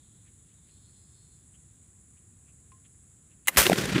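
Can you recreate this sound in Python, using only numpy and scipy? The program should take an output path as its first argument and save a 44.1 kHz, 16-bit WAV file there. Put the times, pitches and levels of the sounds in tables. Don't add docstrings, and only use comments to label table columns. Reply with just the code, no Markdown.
import sys
import numpy as np
from scipy import signal
from scipy.fft import rfft, irfft
from scipy.io import wavfile

SR = 44100
rng = np.random.default_rng(int(sys.argv[2]) if len(sys.argv) > 2 else 0)


def int16_out(signal):
    q = np.round(np.clip(np.atleast_2d(signal).T, -1, 1) * 32767)
    wavfile.write(sys.argv[1], SR, q.astype(np.int16))


N = 176400
T = np.arange(N) / SR
HZ = np.fft.rfftfreq(N, 1 / SR)


def amp(db):
    return 10 ** (np.asarray(db) / 20)


def unit(x):
    return x / np.sqrt(np.mean(x ** 2) + 1e-20)


def gain_at(points, hz):
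    f, db = np.transpose(points)
    return amp(np.interp(np.log(hz + 1), np.log(f + 1), db))


def level(points):
    s, db = np.transpose(points)
    return amp(np.interp(T, s, db, left=-140, right=-140))


def noise(gain):
    return unit(irfft(rfft(rng.standard_normal(N)) * gain, N))


def band(hz, octaves):
    return noise(np.exp(-.5 * (np.log2((HZ + 1) / hz) / octaves) ** 2))


def wander(seconds):
    return noise(np.exp(-np.minimum((HZ * seconds) ** 2, 50)))


def swell(centre, width):
    return np.exp(-.5 * np.minimum(((T - centre) / width) ** 2, 100))


def burst(start, decay):
    return (T >= start) * np.exp(-np.clip((T - start) / decay, 0, 50))


def ring(start, hz, t60):
    return burst(start, t60 / np.log(1000)) * np.sin(2 * np.pi * hz * (T - start))


def high_pass(x, hz, order):
    return signal.sosfilt(signal.butter(order, hz, "highpass", fs=SR, output="sos"), x)


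# f/Hz, relative level/dB
RUMBLE_TONE = [(20, -14.5), (40, -6.5), (64, 1), (114, 0.5), (207, -8.5), (350, -17), (593, -29),
               (1000, -29.5), (1800, -30), (2730, -34.5), (4500, -38.5), (6000, -37.5), (7800, -63)]
# f/Hz, relative level/dB
HISS_TONE = [(4000, -17), (5500, -1.5), (10500, 6), (11700, -22), (12700, 1), (15000, 3), (16000, -8)]
def open_air():
    return amp(-59) * noise(gain_at(RUMBLE_TONE, HZ)) + amp(-80) * noise(gain_at(HISS_TONE, HZ))


# f/Hz, relative level/dB
CHORUS_TONE = [(5600, -38), (6200, -15), (6600, -9), (7000, 3.5), (7400, 0), (7800, 3.5), (8300, 0),
               (8800, -12.5), (9600, -4), (10500, -3.5), (10950, -17), (11300, -51)]
def insect_chorus():
    shimmer_db = 0.68 * wander(.012) + 0.45 * wander(.3)
    return noise(gain_at(CHORUS_TONE, HZ)) * amp(-61 + shimmer_db)


# t/s, level/dB
TRILL_LEVELS = [(0, -74), (0.35, -82), (0.75, -78), (1.05, -82.5), (1.7, -83.5), (2.2, -88.5), (3.4, -87.5)]
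def trill():
    flutter = amp(1.5 * wander(0.055))
    return level(TRILL_LEVELS) * band(hz=3650, octaves=0.19) * flutter


# t/s, width/s, level/dB, f/Hz, spread/octaves
FAR_CHIRPS = [(0.275, 0.016, -70, 2500, 0.48), (0.508, 0.029, -77, 3100, 0.36),
              (0.69, .016, -74, 2980, 0.42), (0.895, 0.018, -75, 4230, .08),
              (1.552, 0.011, -69.5, 2980, 0.14), (2.178, 0.011, -75, 2600, 0.38),
              (2.49, 0.016, -71, 2540, 0.15), (2.858, 0.0088, -66, 2900, 0.23),
              (3.321, 0.013, -71, 2750, .26)]
def chirps():
    rasp = amp(-5) * band(hz=2080, octaves=0.64)
    return sum(amp(db) * swell(s, width) * (band(hz, octaves) + rasp)
               for s, width, db, hz, octaves in FAR_CHIRPS)


# t/s, wingbeat f/Hz, level/dB
FLIGHT = [(0.62, 229, -87), (0.72, 222.6, -73.5), (0.82, 227.3, -74.5), (0.9, 231.4, -75.5),
          (0.98, 226.4, -73.5), (1.12, 229, -76), (1.17, 227, -73), (1.28, 230, -77), (1.35, 225, -75.5),
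          (1.46, 218, -83)]
# f/Hz, relative level/dB
WING_TONE = [(2800, -20), (3400, -8), (3650, -4.5), (3900, -13), (4130, -1), (4350, -1.5), (4600, -10),
             (4800, -11), (5030, -5), (5600, -21)]
def insect_buzz():
    s, hz, db = np.transpose(FLIGHT)
    wingbeat_hz = np.interp(T, s, hz) * (1 + .0035 * wander(.015))
    phase = 2 * np.pi * np.cumsum(wingbeat_hz) / SR
    tone = np.zeros(N)
    for k in range(14, 24):
        strength = gain_at(WING_TONE, k * hz.mean()) * amp(2.5 * wander(.08))
        tone += strength * np.sin(k * phase + 2 * np.pi * rng.random())
    return level(list(zip(s, db))) * unit(tone)


def trigger(start_s=2.719):
    tick = amp(-59.5) * burst(start_s, decay=0.0057) * band(hz=1700, octaves=.9)
    return tick + amp(-53) * ring(start_s, hz=1053, t60=0.17)


# t/s, tick level/dB, ring level/dB, decay/s
LOCK_HITS = [(3.4732, -21, -37, 0.0024), (3.478, -23.5, -38, 0.0023), (3.4821, -13.5, -14, 0.0017),
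             (3.4831, -17, -9.5, 0.0014), (3.4849, -15.5, -15, 0.0025), (3.4886, -26.5, -17.5, 0.0058)]
# f/Hz, relative level/dB, time to fade 60 dB/s
LOCK_NOTES = [(540, -14.5, 0.047), (840, -36, .025), (1050, -19, 0.035), (1220, -7, 0.046),
              (2064, 6, 0.037), (2440, -11, 0.049), (2804, 0.5, 0.022), (3910, -9, 0.033)]
# f/Hz, relative level/dB
METAL_TONE = [(300, -26), (1000, 4.5), (3000, -3), (5000, -10.5), (7200, 3), (8300, -3), (10000, 3.5),
              (12000, -1.5), (14500, 1), (16000, -0.5)]
def lock():
    hiss = noise(gain_at(METAL_TONE, HZ))
    ticks, knocks = np.zeros(N), np.zeros(N)
    for s, tick_db, ring_db, decay in LOCK_HITS:
        ticks += amp(tick_db) * burst(s, decay) * hiss
        knocks[round(s * SR)] += amp(ring_db)
    body = sum(amp(db) * ring(0, hz, t60) for hz, db, t60 in LOCK_NOTES)[:SR // 8]
    ringing = signal.oaconvolve(knocks, body / abs(body).max())[:N]
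    touching = T > LOCK_HITS[0][0]
    scrape = amp(-29) * touching * swell(3.479, 0.0033) * band(hz=2360, octaves=0.31)
    swing = amp(-62) * swell(3.464, 0.0058) * band(hz=2600, octaves=0.55)
    return high_pass(swing + ticks + ringing + scrape, hz=480, order=4)


# t/s, level/dB
FIZZ_LEVELS = [(3.48, -70), (3.492, -41), (3.51, -51), (3.535, -46), (3.552, -42), (3.562, -51),
               (3.572, -29), (3.59, -72)]
# f/Hz, relative level/dB
FIZZ_TONE = [(59, -31), (100, -4), (1390, -13), (1550, -6), (5530, -22), (6990, -19), (12700, -15.5),
             (15000, -25), (16000, -40)]
def priming():
    return level(FIZZ_LEVELS) * noise(gain_at(FIZZ_TONE, HZ))


# t/s, width/s, boom f/Hz, boom level/dB, crack level/dB, tick level/dB
PULSES = [(3.5636, 0.0017, 218, -27, -33, -44), (3.6093, 0.00057, 350, -23, -13.5, -33),
          (3.6347, 0.0028, 330, -42, -28, -34), (3.659, 0.0036, 333, -27.5, -24, -31),
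          (3.6676, .0012, 420, -21, -15.5, -24), (3.673, 0.0033, 343, -26.5, -42, -50),
          (3.6988, 0.00059, 525, -4, -21, -21), (3.7099, 0.0014, 387, -16.5, -36, -50),
          (3.7198, 0.0015, 677, -11.5, -28, -50), (3.7212, 0.0057, 174, -19, -43, -58),
          (3.7318, 0.0014, 286, -12, -18.5, -31), (3.739, 0.001, 303, -28, -48, -50),
          (3.759, 0.0018, 400, -29, -33, -38), (3.7863, 0.002, 370, -22, -31, -45),
          (3.857, 0.002, 416, -30, -37, -34.5), (3.897, 0.0084, 258, -42, -34, -42.5),
          (3.95, 0.0041, 172, -22.5, -33, -61), (3.9597, 0.0047, 152, -18.5, -37, -62),
          (3.963, 0.0052, 319, -17, -31, -62), (3.982, .002, 335, -18.5, -27, -55),
          (3.9894, 0.0017, 294, -18.5, -29.5, -55)]
# f/Hz, relative level/dB
CRACK_TONE = [(500, -12.5), (1500, 4.5), (3000, 3.5), (4500, -6), (8000, -17.5), (12000, -25), (16000, -33)]
# f/Hz, relative level/dB
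TICK_TONE = [(1500, -36), (4200, 3.5), (6000, -3), (9000, 1.5), (14500, -10.5), (16000, -10)]
def slaps():
    crack, tick = noise(gain_at(CRACK_TONE, HZ)), noise(gain_at(TICK_TONE, HZ))
    out = np.zeros(N)
    for s, width, hz, boom_db, crack_db, tick_db in PULSES:
        boom = -amp(boom_db) * np.sin(2 * np.pi * hz * (T - s))
        out += swell(s, width) * (boom + amp(crack_db) * crack + amp(tick_db) * tick)
    return out


SHOT_S = 3.5702
# f/Hz, relative level/dB
GAS_TONE = [(88, -14), (150, -3), (275, -18.5), (348, -6), (566, -3), (716, -5), (871, -7), (998, -6.5),
            (1830, -1.5), (3290, -7), (5050, -8.5), (14500, -8), (16000, -24)]
# f/Hz, relative level/dB
THUMP_TONE = [(40, -9), (110, 9.5), (250, -5.5), (600, -35)]
def blast(attack_s=0.0012, hold_s=0.019, fall_db_per_s=248, swing_hz=58.3):
    age = T - SHOT_S
    attack = np.clip(age / attack_s, 0, 1)
    gas = unit(noise(gain_at(GAS_TONE, HZ)) * amp(2.5 * wander(0.0015)))
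    gas *= amp(-13.5 - fall_db_per_s * np.maximum(age - hold_s, 0))
    swing = amp(-23) * np.sin(2 * np.pi * swing_hz * age)
    thump = amp(-30.5) * noise(gain_at(THUMP_TONE, HZ))
    return attack * (gas + swell(SHOT_S + 0.011, .014) * (swing + thump))


# f/Hz, starting level/dB, fall/(dB per s; negative means it grows)
TREE_ECHO = [(60.4, -50.5, -11), (166, -39.5, -14.5), (387, -36.5, 6), (940, -44, 3.5), (1760, -39, -2.5),
             (3430, -39.5, 5), (6100, -36, 23.5), (11000, -34.5, 56)]
def tree_roll(rise_s=0.032):
    age = np.maximum(T - SHOT_S, 0)
    bands = sum(amp(db - fall * age) * band(hz, octaves=0.51) for hz, db, fall in TREE_ECHO)
    patches = amp(2 * wander(0.019))
    return np.minimum(age / rise_s, 1) * bands * patches


def scene():
    lawn = open_air() + insect_chorus() + trill() + chirps() + insect_buzz()
    dip = amp(-5.5 * swell(3.712, 0.012))
    rifle = trigger() + lock() + priming() + slaps() + (blast() + tree_roll()) * dip
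    return (lawn + rifle)[None]


def record(dry):
    ceiling = amp(-.5)
    rounded = ceiling * np.tanh(high_pass(dry, hz=48.7, order=3) / ceiling)
    treble_cut = signal.firwin(255, cutoff=15600, window=("kaiser", 9), fs=SR)
    return signal.oaconvolve(rounded, treble_cut[None], "same")


dry = scene()
out = record(dry)
int16_out(out)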